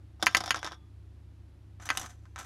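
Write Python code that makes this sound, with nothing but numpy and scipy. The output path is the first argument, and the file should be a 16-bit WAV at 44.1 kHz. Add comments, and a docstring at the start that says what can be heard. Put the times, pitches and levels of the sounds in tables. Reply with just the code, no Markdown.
"""Two hollow wooden nesting dolls, toppled by a finger, clack onto a tiled floor close to a wall.
The big doll bounces and chatters on its rim; the smaller falls, rolls and rattles against its neighbours.
Each impact excites a shell: a click, a dense short ring and a few damped modes. Rolling is a stream
of tiny impacts. Every contact reflects from the wall and dies away in a small room with a low hum."""
import sys
import numpy as np
from scipy import signal
from scipy.fft import rfft, irfft
from scipy.io import wavfile

SR = 44100
rng = np.random.default_rng(int(sys.argv[2]) if len(sys.argv) > 2 else 0)


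def to_wav(s):
    """Save 16-bit WAV."""
    ch = np.atleast_2d(s).T  # columns
    pcm = np.round(np.clip(ch, -1, 1) * 32767)  # PCM
    wavfile.write(sys.argv[1], SR, pcm.astype(np.int16))


N = 108045

# Impacts that favour one band, set by the spot struck: start_s, level_db, tilt_db_per_octave, spot_hz
CLACKS = [(.2676, 9.5, -2.5, 2140), (.3483, 9, -1.5, 2266), (.5067, 5.5, -1, 2827),
          (1.8901, -5.5, -0.5, 2150), (1.9030, 3.5, -3.5, 1620), (1.9241, -17.5, -17, 1390)]  # heavy blows of a doll's belly on the tile
BUMPS = [(1.9724, -2.5, 4, 3520)]  # the smaller doll cracking against its neighbour
# Other impacts: start_s, level_db, tilt_db_per_octave
FOOT_KNOCKS = [(.2257, 2.5, 2.5), (.3687, 1.5, 5.5), (.4048, -6, 0.5), (.4376, -9, 0)]  # the big doll's hollow foot thumping the tile
BIG_KNOCKS = [(.1967, -27.5, -17), (.2611, -7, 10.5), (.4595, -11, 3.5), (.4773, -8.5, 0),
              (.4922, -17.5, 4.5), (.5590, -11, 1.5), (.5698, -15.5, 1), (.5795, -16.5, -4),
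              (.6451, -8.5, 1), (.6639, -11.5, -0.5), (.7194, -16, -3)]  # the big doll's rim and seam chattering
SMALL_KNOCKS = [(1.7985, -24.5, -5), (1.8245, -24, -0.5), (1.8549, -17.5, 5.5), (1.8653, -18, -0.5),
                (1.9955, -12, 4.5), (2.013, -13, 2), (2.0295, -18, 1), (2.0405, -17, -7.5),
                (2.3873, -15, 3)]  # the smaller doll's seam rattling
TAPS = [(.5448, -3, 2), (.6298, -9, 1.5), (.6539, -12.5, 1), (.6743, -11.5, 2), (.7129, -22, -16),
        (.7311, -21, -5), (1.9512, -16.5, 0), (2.0525, -26.5, 10), (2.0612, -19, 9), (2.2549, -33, 3),
        (2.3603, -15, 3.5), (2.3795, -17.5, -1), (2.4000, -19.5, 7), (2.4096, -19.5, 4)]  # dry taps of a settling doll on the tile
# Envelopes of rolling and scraping on the tile: time_s, level_db
BIG_ROLL = [(.195, -60), (.224, -54.5), (.33, -50.5), (.53, -56.5), (.6, -41), (.622, -59), (.67, -49),
            (.70, -58.5), (.738, -50.5), (.76, -83)]
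SMALL_ROLL = [(1.795, -63), (1.825, -55), (1.945, -52), (2.105, -55), (2.16, -78.5), (2.355, -80),
              (2.39, -47), (2.45, -50)]
# Spectral envelopes of the contacts: frequency_hz, level_db
BELLY = [(40, -43.5), (300, -14), (430, -20.5), (700, -10), (1400, -2.5), (3100, -5.5), (3850, -15.5),
         (4600, -6), (5800, -16), (6500, -8), (8100, -32.5), (9300, -15.5), (11200, -20.5), (16000, -37.5)]
TAP_COLOUR = [(40, -26.5), (320, -12), (420, -8.5), (1000, 0), (1550, 3.5), (2750, -13), (3500, -10.5),
              (4400, -20.5), (6200, -15.5), (16000, -54.5)]
BIG_SHELL = [(40, -36), (165, -2.5), (430, -9.5), (700, 4.5), (1400, 0.5), (2800, -10), (3550, -2),
             (4300, -10.5), (5300, -2.5), (8600, -23.5), (10500, -19.5), (16000, -43.5)]
SMALL_SHELL = [(300, 1.5), (430, -13.5), (700, 0.5), (1500, 0.5), (2500, -8), (3600, -8), (4600, -14.5),
               (6200, -6.5), (8400, -13), (10000, -22), (10900, -15), (16000, -40)]
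# Normal modes of the shells: pitch_hz, level_db, t60_s
BELLY_MODES = [(1329, -34.5, 0.084), (1592, -34, 0.12), (2010, -28, 0.055), (2853, -35.5, 0.021),
               (6680, -40, 0.099)]
BIG_MODES = [(327, -31.5, 0.12), (710, -43.5, 0.05), (883, -44.5, 0.3), (1195, -49, 0.59),
             (3390, -42, 0.41), (3650, -32.5, 0.12), (5480, -30, 0.079)]
SMALL_MODES = [(716, -32.5, 0.22), (1323, -23, 0.077), (1527, -34, 0.12), (6000, -23, 0.074),
               (6800, -42.5, 0.06)]
# Wooden bodies by name: colour, modes, ring_db, ring_t60 (in s), spread_s, optional bass_db
BODIES = {"belly": dict(colour=BELLY, modes=BELLY_MODES, ring_db=0, ring_t60=0.06, spread_s=0.00059),
          "foot": dict(colour=BIG_SHELL, modes=BIG_MODES[:4],
          ring_db=5, ring_t60=0.055, spread_s=.0014, bass_db=5.5),
          "big": dict(colour=BIG_SHELL, modes=BIG_MODES, ring_db=0.5, ring_t60=0.071, spread_s=0.0015),
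          "tap": dict(colour=TAP_COLOUR, modes=BELLY_MODES[:2],
          ring_db=-1.5, ring_t60=0.076, spread_s=0.00067),
          "bump": dict(colour=SMALL_SHELL, modes=[(3015, -29, 0.068), (3710, -24.5, 0.032)],
          ring_db=0.5, ring_t60=0.059, spread_s=0.00158),
          "small": dict(colour=SMALL_SHELL, modes=SMALL_MODES, ring_db=7.5, ring_t60=0.079, spread_s=0.001704)}
# Reflections from the wall and skirting: delay_s, level_db
ECHOES = [(.00388, -13.5), (.0068, -24)]
# Partials of the hum: pitch_hz, level_db
HUM = [(70, -54), (100, -53.5), (102.3, -62.5)]
# Spectral envelope of the room noise: frequency_hz, relative_level_db
AIR = [(20, -44), (48, 1), (130, -2.5), (220, -13.5), (330, -8.5), (420, -21), (1500, -29.5), (4000, -36),
       (8000, -44), (11500, -44.5), (16000, -64)]

TILT_HZ, RING_DAMPING = 1730, .22  # pivot of treble tilt and decay time; exponent of the ring's decay
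THUD_HZ, THUD_PER_DB = 230, 0.5  # heavier blows push the floor longer and gain bass
SPOT_DB, SPOT_OCTAVES = 4.5, .4  # lift and width of the favoured band
MODE_DETUNE, MODE_SPREAD_DB = .012, 1  # modes vary from contact to contact as the doll turns
LEAD_SAMPLES = 64  # silent margin ahead of each contact, so its spread-out sound fits before the onset
ROLL_TICKS_PER_S, ROLL_SPREAD_DB, ROLL_TILT_DB_PER_OCTAVE = 360, 3, 2
ECHO_TOP_HZ, TOP_HZ = 5000, 15900
ROOM_DB, ROOM_T60_S, ROOM_DAMPING, ROOM_BUILD_S = -18.5, 0.14, .15, 0.00092
HUM_WAVER_DB, AIR_DB = 1.5, -58.5


def tile_impacts():
    """Impact excitation: the dolls clack belly first on the tile and tap as they settle."""
    return blows(CLACKS, BODIES["belly"]) + blows(TAPS, BODIES["tap"])


def big_doll():
    """Shell resonance: the big doll rings as its foot thumps, its rim chatters and it rolls."""
    thumps = blows(FOOT_KNOCKS, BODIES["foot"])
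    return thumps + blows(BIG_KNOCKS, BODIES["big"]) + rolling(BIG_ROLL, BODIES["big"])


def small_doll():
    """Shell resonance: the smaller doll rings as it hits its neighbour, rattles and rolls."""
    crack = blows(BUMPS, BODIES["bump"])
    return crack + blows(SMALL_KNOCKS, BODIES["small"]) + rolling(SMALL_ROLL, BODIES["small"])


def blows(table, body):
    """Superposition: impacts on one body add; each has its own brightness, and heavier ones thud more."""
    out = np.zeros(N + SR)
    for start_s, level_db, tilt_db, *spot_hz in table:
        bass_db = THUD_PER_DB * level_db + body.get("bass_db", 0)
        sound = undb(level_db) * contact(body, tilt_db, bass_db, *spot_hz)
        onset = int(start_s * SR) - LEAD_SAMPLES
        out[onset:onset + len(sound)] += sound
    return out[:N]


def rolling(curve, body, spots=5):
    """Shot noise: tiny random impacts fall on several spots, each ringing a little differently."""
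    ticks = (rng.random(N) < ROLL_TICKS_PER_S / SR) * undb(ROLL_SPREAD_DB * rng.standard_normal(N))
    spot = rng.integers(spots, size=N)
    times, db = np.array(curve).T
    t = np.arange(N) / SR
    envelope = undb(np.interp(t, times, db)) * (t > times[0]) * (t < times[-1])
    force = unit(ticks) * np.sqrt(N) * envelope
    bass_db = THUD_PER_DB * db.max() / 2
    responses = [contact(body, ROLL_TILT_DB_PER_OCTAVE, bass_db) for _ in range(spots)]
    return sum(signal.fftconvolve(force * (spot == k), responses[k])[:N] for k in range(spots))


def contact(body, tilt_db, bass_db, spot_hz=None, size=16384):
    """Convolution: a force pulse of given brightness and bass drives a click, a ring and damped modes."""
    t, hz = np.arange(size) / SR, rfft_hz(size)
    lift_db = SPOT_DB * np.exp(-(np.log2((hz + 1) / spot_hz) / SPOT_OCTAVES) ** 2) if spot_hz else 0
    click = pulse(colour_db(body["colour"], hz) + lift_db)
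    detune = 1 + MODE_DETUNE * rng.standard_normal()
    ring = signal.fftconvolve(click, dying_noise(body["ring_t60"], RING_DAMPING, size // 2))[:size]
    response = click + undb(body["ring_db"]) * ring
    for pitch_hz, level_db, t60_s in body["modes"]:
        gain = undb(level_db + MODE_SPREAD_DB * rng.standard_normal())
        tone = np.sin(2 * np.pi * (pitch_hz * detune * t + rng.random()))
        response += gain * tone * np.exp(-np.log(1000) * t / t60_s)
    treble_db = tilt_db * np.log2(1 + (hz / TILT_HZ) ** 2) / 2
    thud_db = bass_db / (1 + (hz / THUD_HZ) ** 4)
    sound = signal.fftconvolve(response, pulse(treble_db + thud_db))[:size]
    return unit(disperse(sound, body["spread_s"]))


def pulse(db):
    """Minimum phase: folding the cepstrum gives the shortest causal click with this spectrum."""
    cepstrum = irfft(np.log(undb(db)))
    half = len(cepstrum) // 2
    cepstrum[1:half] *= 2
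    cepstrum[half + 1:] = 0
    return unit(irfft(np.exp(rfft(cepstrum))))


def dying_noise(t60_s, damping, size):
    """Frequency-dependent damping: noise decays in octave bands, the treble sooner."""
    t, hz = np.arange(size) / SR, rfft_hz(size)
    centres_hz = 125 * 2. ** np.arange(8)
    noise, out = rfft(rng.standard_normal(size)), 0
    for centre_hz, row in zip(centres_hz, np.eye(len(centres_hz))):
        band = np.interp(np.log(hz + 1), np.log(centres_hz), row)
        band_t60_s = t60_s * (TILT_HZ / centre_hz) ** damping
        decay = irfft(noise * band, size) * np.exp(-np.log(1000) * t / band_t60_s)
        out = out + unit(decay) * np.sqrt(band.sum())  # energy in proportion to bandwidth
    return unit(out)


def disperse(x, spread_s, points=16):
    """Dispersion: each part of the spectrum takes its own short time to leave the wood."""
    x = np.concatenate([np.zeros(LEAD_SAMPLES), x[:-LEAD_SAMPLES]])
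    size = len(x)
    hz = rfft_hz(size)
    group_delay_s = spread_s * np.interp(hz, np.linspace(0, SR / 2, points), rng.random(points))
    spread = irfft(rfft(x) * np.exp(-2j * np.pi * np.cumsum(group_delay_s) * hz[1]))
    fade = np.interp(np.arange(size), [0, LEAD_SAMPLES, size / 2, size - LEAD_SAMPLES], [0, 1, 1, 0])
    return spread * fade


def room(x):
    """Reflection and reverberation: slightly dull wall echoes, then the tail of a small room."""
    t = np.arange(N) / SR
    dull = signal.sosfilt(signal.butter(1, ECHO_TOP_HZ, fs=SR, output="sos"), x)
    near = x + sum(undb(db) * np.interp(t - delay_s, t, dull, left=0) for delay_s, db in ECHOES)
    build_up = 1 - np.exp(-t[:SR] / ROOM_BUILD_S)
    tail = unit(dying_noise(ROOM_T60_S, ROOM_DAMPING, SR) * build_up)
    return near + undb(ROOM_DB) * signal.fftconvolve(near, tail)[:N]


def background():
    """Amplitude and phase modulation: a low hum, as of a fan, wavers over faint room noise."""
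    t = np.arange(N) / SR
    waver = lambda points=12: np.interp(t, np.linspace(0, t[-1], points), rng.standard_normal(points))
    hum = 0
    for pitch_hz, level_db in HUM:
        amplitude = np.sqrt(2) * undb(level_db + HUM_WAVER_DB * waver())
        hum += amplitude * np.sin(2 * np.pi * (pitch_hz * t + rng.random()) + 0.26 * waver())
    air = irfft(rfft(rng.standard_normal(N)) * undb(colour_db(AIR, rfft_hz(N))), N)
    return hum + undb(AIR_DB) * unit(air) * np.sqrt(N)


def undb(db):
    """Decibel law: 20 dB is a tenfold amplitude."""
    return 10 ** (np.asarray(db) / 20)


def unit(x):
    """Normalisation to unit energy."""
    return x / np.sqrt(np.sum(x ** 2))


def colour_db(points, hz):
    """Interpolation of a spectral envelope on a log-frequency axis."""
    points_hz, db = np.array(points).T
    return np.interp(np.log(hz + 1), np.log(points_hz), db)


def rfft_hz(size):
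    """Fourier analysis: bin frequencies lie SR / size apart."""
    return np.arange(size // 2 + 1) * SR / size


def scene():
    """Superposition: both dolls sound in the room, over the hum."""
    dolls = tile_impacts() + big_doll() + small_doll()
    return (room(dolls) + background())[None]


def record(dry):
    """Band limiting: a steep low-pass filter removes the highest treble."""
    return signal.sosfilt(signal.ellip(8, .2, 70, TOP_HZ, fs=SR, output="sos"), dry)


dry = scene()
out = record(dry)
to_wav(out)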